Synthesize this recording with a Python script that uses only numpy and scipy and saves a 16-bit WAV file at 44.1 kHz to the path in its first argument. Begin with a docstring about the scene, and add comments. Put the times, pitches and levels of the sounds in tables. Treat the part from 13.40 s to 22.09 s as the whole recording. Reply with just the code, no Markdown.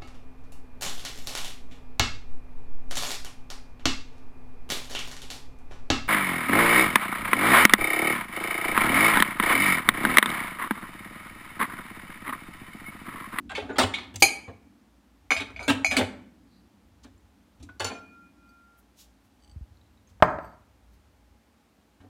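"""Mug and glass at an open dishwasher

A small hard kitchen, heard close up on a hand-held phone. A hand turns a mug over in the wire rack:
it clinks on its neighbours and the rack jolts and rattles. A tall glass is lifted out, sings until
fingers stop it, and is set on a stone counter. The room rings briefly over a low appliance hum."""
import sys
import numpy as np
from scipy import signal
from scipy.fft import rfft, irfft
from scipy.io import wavfile
from scipy.ndimage import uniform_filter1d

SR = 44100
rng = np.random.default_rng(int(sys.argv[2]) if len(sys.argv) > 2 else 0)


def put_to_file(sound):
    """Save the sound as 16-bit audio at rate SR, in the file named by the first command-line argument."""
    columns = np.atleast_2d(sound).T  # one column per channel
    safe = np.clip(columns, -1, 1)
    whole_steps = np.round(safe * 32767)
    wavfile.write(sys.argv[1], SR, whole_steps.astype(np.int16))


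N = 383213

# modes of two mugs in the rack: f/Hz; and for each mode level/dB, t60/s
MUG_A_HZ, MUG_A_RING = [764, 2290, 2428, 4176, 6390, 6855, 7095, 8090, 8714, 9428, 10146, 11765, 12810,
                        13950, 14890, 15555], [(-6.5, 0.064), (0, 0.41), (-6, 0.36), (-10, .35), (-10, 0.37),
                                        (-7.5, 0.24), (-13.5, .2), (-25.5, .5), (-14, 0.19), (-12, 0.39),
                                        (-14.5, 0.17), (-23, 0.45), (-22.5, .25), (-30, .3), (-36, 0.22),
                                        (-39, .25)]
MUG_B_HZ, MUG_B_RING = [1270, 2223, 2482, 2972, 3338, 5001, 5346, 5981, 6212, 7257, 10920, 11460], [(-20, .12), (5.5, 0.055), (-1.5, 0.16), (-15.5, 0.075),
                                          (-21.5, 0.17), (-21, 0.84), (-22, 0.15), (-14.5, 0.29),
                                          (-21, 0.2), (-19.5, 0.42), (-29, .17), (-32, 0.18)]
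# modes of the tumbler beside them and of a grazed glass: f/Hz, level/dB, t60/s
TUMBLER_MODES, GRAZED_MODES = [(662, -6, .12), (4400, -8, .09), (4662, 0, .09), (4861, -3, .09),
                               (5100, -9, .07), (6196, -16, .2), (7219, -22, .2), (8296, -15, .13),
                               (10480, -21, .13), (10970, -22, .11), (11370, -19, .2), (11960, -13, .16),
                               (12390, -22, .08), (13760, -24, .15), (14650, -24, .13)], [(4450, 0, .2), (5329, -9, .14), (5609, -10, .12),
                                                (6110, -6, .17), (7058, -5, .16), (7989, -16, .2),
                                                (8942, -14, .14), (9631, -20, .2), (9964, -16, .2),
                                                (10690, -15, .11), (13170, -18, .11)]
# clinks: t/s, mug A/dB, mug B/dB, tumbler/dB, contact/ms, free ring/s, t60 of the touch after it/s
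CLINKS = [(.151, -43, -31.5, -46.5, 0.14, 0.032, 0.075), (.540, -40, -25.5, -49.5, 0.25, 0.023, .06),
          (.585, -46, -35.5, -52, 0.23, 0.055, 0.086), (0.8229, -8.5, -12, -13.5, 0.044, 0, 0.28),
          (.8545, -24, -30, -25, 0.053, 0, .25), (1.9056, -25.5, -23.5, -41, 0.077, 0.048, 0.064),
          (1.9194, -61, -17.5, -28, 0.18, 0.062, 0.08), (1.965, -39, -31, -29.5, 0.18, 0.037, .1),
          (1.999, -49.5, -30, -41, .2, 0, .1), (2.162, -49, -38.5, -44, 0.24, .03, .08),
          (2.193, -38.5, -32.5, -47.5, 0.24, 0.11, .06), (2.228, -43, -48.5, -49, 0.067, 0.11, .06),
          (2.446, -18.5, -17.5, -28.5, 0.12, 0.088, 0.056), (2.4645, -27, -24, -35, .1, 0.00067, 0.066),
          (2.511, -34.5, -24.5, -42, 0.059, 0.025, 0.065), (2.5673, -28.5, -27.5, -24, 0.12, 0.0094, .06)]
# the lifted glass grazes another: t/s, level/dB
GRAZES = [(4.397, -39), (4.445, -29.5)]
# the low body knock of the mug's loudest clink (0.82 s) and light ticks: t/s, level/dB, f/Hz, t60/s
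KNOCK_AND_TICKS = [(.33, -56, 7048, 0.19), (.43, -29, 7166, 0.057), (.8225, -9, 795.2, .09),
                   (3.779, -61, 7260, .02), (4.29, -40.5, 1482, 0.1), (6.28, -66, 3400, 0.016),
                   (6.33, -64.5, 4070, 0.018), (6.372, -55, 4140, .015), (6.414, -55.5, 3913, 0.019),
                   (6.464, -62, 3960, 0.0205), (6.575, -56.5, 3860, .02), (6.674, -54, 6410, 0.072),
                   (7.272, -68, 3955, 0.012)]

def crockery():
    """Close to the microphone, each clink rings both mugs and the tumbler; resting loosely, they waver."""
    vessels = np.c_[MUG_A_HZ, MUG_A_RING], np.c_[MUG_B_HZ, MUG_B_RING], TUMBLER_MODES
    out = np.zeros(N)
    for s, *levels_db, contact_ms, free_s, held_t60 in CLINKS:
        for modes, db in zip(vessels, levels_db):
            add(out, s, undb(db) * ring(modes, contact_ms, free_s, held_t60, wobble_db=4.5))
    for s, db in GRAZES:
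        add(out, s, undb(db) * ring(GRAZED_MODES, wobble_db=4.5))
    for s, db, hz, t60 in KNOCK_AND_TICKS:
        add(out, s, ring([(hz, db, t60)], contact_ms=.06))
    return out


# low modes of the slide rails and the rack frame: f/Hz, level/dB, t60/s
RAIL_MODES, FRAME_MODES = [(95.8, 7, 0.17), (110, -12, 0.24)], [(203, -6.5, .08), (254, 5, 0.07), (282, 4.5, 0.08)]
# bands in which the wires ring: low/Hz, high/Hz; and for each band t60/s
WIRE_BANDS, WIRE_T60 = [(350, 820), (820, 1900), (2100, 3900), (4300, 9500), (9500, 16000)], [0.1, 0.042, 0.052, 0.031, 0.005]
# jolts: t/s, rails/dB, frame/dB, wires/dB, loudest wires/octaves above 500 Hz,
# steepness of the fall away from them, rattle decay/s
JOLTS = [(0.093, -62, -48.5, -28.5, 1.48, 5, 0.033), (.149, -61, -45, -24.5, 2.47, 9, 0.027),
         (.175, -43.5, -36.5, -28, 0.62, 5, 0.017), (0.214, -45, -34, -33.5, .1, 3, 0.077),
         (0.29, -47, -34, -26, 0.77, 6, 0.037), (.357, -47, -42, -28.5, 1.44, 6, 0.013),
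         (.382, -38, -20, -12.5, 2, 1.5, 0.023), (0.393, -37, -23, -17, 1.4, 2.5, 0.01),
         (.411, -37, -28.5, -16.5, 1.1, 3, 0.0064), (0.43, -33.5, -29, -20, 1.7, 4, 0.0056),
         (.536, -54, -46, -23, 2.52, 11, .025), (0.578, -50.5, -47, -26, 2.01, 9, 0.047),
         (0.74, -42.5, -44.5, -45, 1.8, 2.2, 0.011), (.7565, -41.5, -47.5, -32.5, 4, 4, .004),
         (0.8214, -40, -36, -13, 2.9, 1.6, .004), (1.077, -42.5, -37.5, -34.5, 0.29, 5, 0.017),
         (1.907, -53, -30, -18.5, 1.7, 6.5, .012), (1.964, -41.5, -47.5, -26.5, 2.84, 9, 0.018),
         (1.996, -62.5, -42, -25.5, 2.15, 6, 0.025), (2.1, -60, -46, -47.5, 1.7, 3.5, .0093),
         (2.16, -43, -52, -42, 2.2, 11, 0.02), (2.195, -45.5, -43.5, -31.5, 0.93, 3.5, 0.11),
         (2.278, -40, -16.5, -14, 2.04, 4, 0.023), (2.295, -30.5, -21.5, -16.5, 2.13, 3.5, 0.013),
         (2.511, -41, -27, -21, 1.4, 2.5, 0.048), (2.565, -57, -21.5, -15, 3.02, 4.5, 0.012),
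         (2.583, -53, -23.5, -15.5, 0.9, 2.5, 0.018), (2.609, -31.5, -48, -21.5, 0.64, 4.5, .0068),
         (3.64, -61, -44, -48, 1.6, 3, 0.0083), (3.66, -77, -52, -56.5, .6, 2, .015),
         (4.197, -45.5, -51, -58.5, 2.05, 1.5, 0.014), (4.225, -35.5, -41, -45.5, 3.55, 7.5, 0.013),
         (4.29, -52, -53, -46.5, 1.35, 6, .004), (4.398, -44.5, -38, -23, 1.36, 2.2, 0.028),
         (4.443, -43.5, -41, -25, 1.9, 5, 0.05), (4.499, -52, -34, -31.5, 0.49, 5, 0.041),
         (8.6, -55, -53, -57, 1.33, 3, 0.013), (8.631, -52, -43, -51, .1, 5.5, .015)]

def rack():
    """Under the mugs, each jolt is a short swarm of contacts that rings rails, frame and wires."""
    t = np.arange(int(.15 * SR)) / SR
    out = np.zeros(N)
    for s, rails_db, frame_db, wires_db, loudest_oct, steepness, decay_s in JOLTS:
        contacts = rng.standard_normal(len(t)) * undb(3 * rng.exponential(size=len(t)))
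        contacts *= rng.random(len(t)) < .25
        swarm = contacts * np.exp(-t / np.clip(decay_s, .002, .06)) * (1 - np.exp(-t / .001))
        body = (undb(rails_db) * ring(RAIL_MODES) + undb(frame_db) * ring(FRAME_MODES))[:len(t)]
        for edges_hz, t60 in zip(WIRE_BANDS, WIRE_T60):
            octaves = np.mean(np.log2(np.array(edges_hz) / 500)) - loudest_oct
            fall_db = steepness * (1.2 if octaves > 0 else .7) * abs(octaves) ** 1.4  # gentler below
            body += noise(*edges_hz, len(t)) * undb(wires_db - fall_db - 60 * t / t60)
        add(out, s, signal.fftconvolve(swarm, body) / np.sqrt(np.sum(swarm ** 2)))
    return out


def door_panel():
    """The open door drones after each jolt of the frame, less than in proportion to the blow."""
    power = undb(-72) ** 2 + dying(0, db=-48, t60=2.8) ** 2  # steady floor and an earlier blow
    for s, _, frame_db, *_ in JOLTS:
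        power += dying(s, db=.55 * frame_db - 41.5, t60=2.8) ** 2
    return np.sqrt(power) * undb(2 * wander(2.7)) * noise(185, 310)


# modes of the tall glass: f/Hz; and for each mode level/dB, t60/s
GLASS_HZ, GLASS_RING = [1384, 3050, 4600, 6150, 8091, 9600, 13210, 14320], [(-3.5, 1), (-10, 0.0292), (-4, 0.071), (-11.5, 0.043), (-8, 0.072),
                                         (-20.5, .05), (-8.5, .07), (-10, .06)]
# the glass is rubbed or slides: t/s, length/s, level/dB, slip rate/Hz, contact/ms
SLIDES = [(5.066, 0.048, -62.5, 40, 0.1), (5.126, 0.14, -71.5, 40, .094), (6.953, 0.21, -67, 370, 0.023)]
# the glass slides in the hand, catching in a run of short ticks: t/s, level/dB
SLIP_TICKS = [(6.0012, -59), (6.0237, -51), (6.0364, -50), (6.0461, -48), (6.077, -51), (6.0965, -48.5),
              (6.1138, -48.5)]
# a faint low ring lingers in the room after the glass lands, then two short scrapes: t/s, level/dB, t60/s
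TAIL_AND_SCRAPES = [(6.85, -63, 0.93), (6.987, -50, .12), (7.04, -46, 0.22)]
# modes of the stone counter: f/Hz, level/dB, t60/s
COUNTER_MODES = [(116, -21.5, .05), (198, -15, 0.044), (326, -8.5, 0.047), (480, -10, 0.02),
                 (641, 5, 0.037), (730, 3.5, 0.048), (950, -0.5, 0.024), (1165, -3, 0.044),
                 (1305, 0, 0.016), (1603, -12, .025), (1890, -28, 0.022)]
# the base lands on the counter: t/s, counter/dB, crack/dB, glass/dB
LANDINGS = [(6.802, -50, -66, -75.5), (6.824, -7.5, -25, -37), (6.846, -27.5, -60, -55),
            (6.987, -36, -72, -75.5), (7.045, -50, -67, -60)]

def tall_glass():
    """From hand to counter: the glass chirps as it is rubbed and slides, then knocks on the stone."""
    glass = np.c_[GLASS_HZ, GLASS_RING]
    out = np.zeros(N)
    for s, length_s, db, slip_hz, contact_ms in SLIDES:
        slips = (rng.random(N) < slip_hz / SR) * rng.uniform(.44, 1.4, N) * np.sqrt(400 / slip_hz)
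        out += signal.fftconvolve(stroke(s, length_s, db) * slips, ring(glass[2:], contact_ms))[:N]
    for s, db in SLIP_TICKS:
        add(out, s, undb(db) * ring(glass[1:6], contact_ms=.1, free_s=0, held_t60=.076))
    out += sum(dying(*row) for row in TAIL_AND_SCRAPES) * undb(2.1 * wander(240)) * noise(422, 1400)
    t = np.arange(int(.06 * SR)) / SR
    for s, counter_db, crack_db, glass_db in LANDINGS:
        add(out, s, undb(counter_db) * ring(COUNTER_MODES, contact_ms=.18, polarity=.96))
        knock = noise(520, 1430, len(t)) * undb(counter_db + 6 - 60 * t / .036)
        crack = noise(1800, 7600, len(t)) * undb(crack_db - 60 * t / .0093)
        add(out, s, knock + crack)
        add(out, s, undb(glass_db) * ring(glass, contact_ms=.027, free_s=.36, held_t60=.12))
    return out


# two rim modes of the lifted glass: f/Hz, struck t/s, level/dB, change with distance/dB
RIM_MODES = [(1384, 4.43, -35.5, -23.5), (2437, 4.5, -39.5, -36.5)]
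# for each mode, when a silent side faces the microphone: t/s; and when fingers stop it: t/s
NULLS_S, STOPS_S = [
    [4.522, 4.68, 4.915],
    [4.532, 4.6, 4.8, 4.94],
], [5.41, 5.22]

def singing_rim():
    """Rim modes swell and dip as the glass turns, and fade as it is carried away from the microphone."""
    t, out = np.arange(N) / SR, np.zeros(N)
    for (hz, s, db, far_db), nulls_s, stop_s in zip(RIM_MODES, NULLS_S, STOPS_S):
        lobes_passed = np.interp(t, [s, *nulls_s, stop_s], [*range(len(nulls_s) + 1), len(nulls_s) + .85])
        swell = np.abs(np.sin(np.pi * lobes_passed)) ** 1.17 * (t > s) * (t < stop_s)
        away_db = far_db * (1 - np.exp(-np.abs(t - s) / .34))
        out += undb(db + away_db) * swell * np.sin(2 * np.pi * hz * t)
    return out


# skin and sleeve brush past: t/s, length/s, level/dB, treble share/0-1
BRUSHES = [(0.795, 0.029, -36.5, 0.5), (3.628, 0.031, -53.5, 0.13), (5.365, .06, -65, 0.8),
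           (5.549, .14, -52, .36), (5.827, 0.062, -66.5, 0.5), (6.665, .08, -67, 0.27),
           (7.5, .1, -71, 0.46)]

def brushes():
    """The soft hiss of skin and cloth near the microphone."""
    mid, treble = noise(2800, 7800), noise(9000, 15500)
    out = stroke(3.04, length_s=.26, db=-70) * noise(3900, 4700)  # a faint narrow hiss swells once
    for s, length_s, db, share in BRUSHES:
        out += stroke(s, length_s, db) * undb(1.5 * wander(75)) * ((1 - share) * mid + share * treble)
    return out


# the grip on the phone shifts: t/s, level/dB, f/Hz, t60/s
GRIP_THUMPS = [(6.119, -40, 67.3, 0.08), (6.16, -23, 75.4, 0.071), (6.209, -23.5, 59.2, 0.078),
               (6.499, -47, 40.4, 0.078), (6.698, -48.5, 72.7, 0.08), (7.549, -44, 72.7, 0.087)]

def grip():
    """Handling noise: low thumps reach the microphone through the case."""
    out = np.zeros(N)
    for s, db, hz, t60 in GRIP_THUMPS:
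        add(out, s, band(ring([(hz, db, t60)]), 20, 280))
    return out


# spectrum of the kitchen's hiss: f/Hz, relative level/dB
HISS_SPECTRUM = [(15, -56), (25, -22.5), (41, -3.5), (65, 0.5), (92, -19.5), (208, -13.5), (259, -21.5),
                 (296, -15), (399, -19), (854, -20.5), (1360, -24.5), (1730, -26), (11600, -40),
                 (15200, -41.5), (16500, -56.5)]
# bands of appliance hum: f/Hz, width/Hz, level/dB
HUM_BANDS = [(57, 6, -65), (221, 60, -72), (282.7, 24, -74), (832, 7.2, -81.5)]
# a deep rumble comes and goes: t/s, level/dB
RUMBLE_LEVELS = [(0, -50), (.4, -55), (1.0, -57), (1.6, -75), (2.1, -55), (2.55, -46), (2.85, -66),
                 (3.7, -62.5), (4.0, -72), (4.4, -53.5), (4.65, -68), (6.0, -68.5), (6.3, -56), (6.6, -62),
                 (6.94, -47.5), (7.25, -61), (8.15, -66.5), (8.69, -76)]

def room_tone():
    """Behind everything: coloured hiss, a wavering appliance hum and a rumble that swells."""
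    hz, db = np.transpose(HISS_SPECTRUM)
    bins_hz = np.maximum(np.fft.rfftfreq(N, 1 / SR), 1)
    colour = undb(np.interp(np.log(bins_hz), np.log(hz), db))
    hiss = irfft(rfft(rng.standard_normal(N)) * colour, N)
    hum = sum(noise(centre - width / 2, centre + width / 2) * undb(level_db + 2 * wander(3.2))
              for centre, width, level_db in HUM_BANDS)
    rumble_db = np.interp(np.arange(N) / SR, *np.transpose(RUMBLE_LEVELS))
    rumble = noise(45, 100) * undb(rumble_db + 2 * wander(2.9))
    return unit(band(hiss, 81, 18000)) * undb(-65.5) + hum + rumble


# reverberation of the kitchen: f/Hz, t60/s
KITCHEN_T60 = [(150, 0.7), (500, .5), (1500, 0.55), (4000, 0.38), (9000, 0.35), (16000, 0.18)]

def kitchen_echoes(x):
    """Hard walls close by return dense echoes that die faster in the treble."""
    t = np.arange(int(.9 * SR)) / SR
    hz, t60 = np.transpose(KITCHEN_T60)
    tail = np.zeros(len(t))
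    for centre in 60 * 2 ** np.arange(0, 8.2, .5):  # half-octave bands
        band_t60 = np.interp(np.log(centre), np.log(hz), t60)
        tail += band(rng.standard_normal(len(t)), centre / 1.19, centre * 1.19) * undb(-60 * t / band_t60)
    tail *= 1 - np.exp(-t / .0015)
    return undb(-13) * signal.fftconvolve(x, tail / np.sqrt(np.sum(tail ** 2)))[:N]


def ring(modes, contact_ms=.03, free_s=9., held_t60=.06, polarity=-1., wobble_db=0.):
    """One blow on modes (f/Hz, level/dB, t60/s); long contact dulls it, after free_s a touch damps it."""
    hz, db, t60 = np.array(modes, float).T[:, :, None]
    t = np.arange(int(.6 * SR)) / SR
    db = db + 1.5 * rng.standard_normal(db.shape)  # where the blow lands shifts the balance
    knots_s = np.arange(68) / 110  # levels waver 110 times a second
    wobble = np.array([np.interp(t, knots_s, row) for row in rng.standard_normal((len(hz), len(knots_s)))])
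    fade_db = -60 * t / np.clip(t60, .005, 1) - 60 * np.maximum(t - free_s, 0) / held_t60
    facing = polarity ** np.arange(len(hz))[:, None]  # a wall's modes push in turn, a slab's together
    partials = undb(db + wobble_db * wobble + fade_db) * facing * np.sin(2 * np.pi * hz * t)
    pole = np.exp(-4000 / (SR * contact_ms))
    push = (1 - pole) * pole ** np.arange(200)
    return signal.fftconvolve(partials.sum(axis=0), np.convolve(push, push))


def stroke(s, length_s, db):
    """Envelope that rises for 42% of its length and falls for the rest."""
    progress = (np.arange(N) / SR - s) / length_s
    return undb(db) * np.clip(np.minimum(progress / .42, (1 - progress) / .58), 0, 1) ** 1.4


def dying(s, db, t60):
    """Envelope that starts at once and dies away."""
    t = np.arange(N) / SR - s
    return undb(db - 60 * np.abs(t) / t60) * (t >= 0)


def wander(rate_hz):
    """Smooth random drift of spread 1."""
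    hold = int(SR / rate_hz)
    steps = np.repeat(rng.standard_normal(N // hold + 1), hold)
    return unit(uniform_filter1d(uniform_filter1d(steps, hold), hold)[:N])


def noise(lo_hz, hi_hz, n=N):
    return unit(band(rng.standard_normal(n), lo_hz, hi_hz))


def band(x, lo_hz, hi_hz):
    return signal.sosfilt(signal.butter(3, [lo_hz, hi_hz], "bandpass", fs=SR, output="sos"), x)


def undb(db):
    return 10 ** (np.asarray(db) / 20)


def unit(x):
    return x / np.sqrt(np.mean(x ** 2))


def add(out, s, x):
    i = int(s * SR)
    out[i:i + len(x)] += x[:len(out) - i]


def scene():
    """Mono, beside the dishwasher: close sounds and their echoes, plus dry rim, grip and room tone."""
    close = crockery() + rack() + door_panel() + tall_glass() + brushes()
    return (close + kitchen_echoes(close) + singing_rim() + grip() + room_tone())[None]


def record(dry):
    """The phone's microphone drops the deepest bass, rounds the loudest peaks and cuts the top."""
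    low_cut = signal.sosfilt(signal.butter(3, 55, "highpass", fs=SR, output="sos"), dry)
    rounded = .95 * low_cut / (1 + low_cut ** 4) ** .25
    return signal.sosfilt(signal.ellip(10, .2, 90, 16000, fs=SR, output="sos"), rounded)


dry = scene()
out = record(dry)
put_to_file(out)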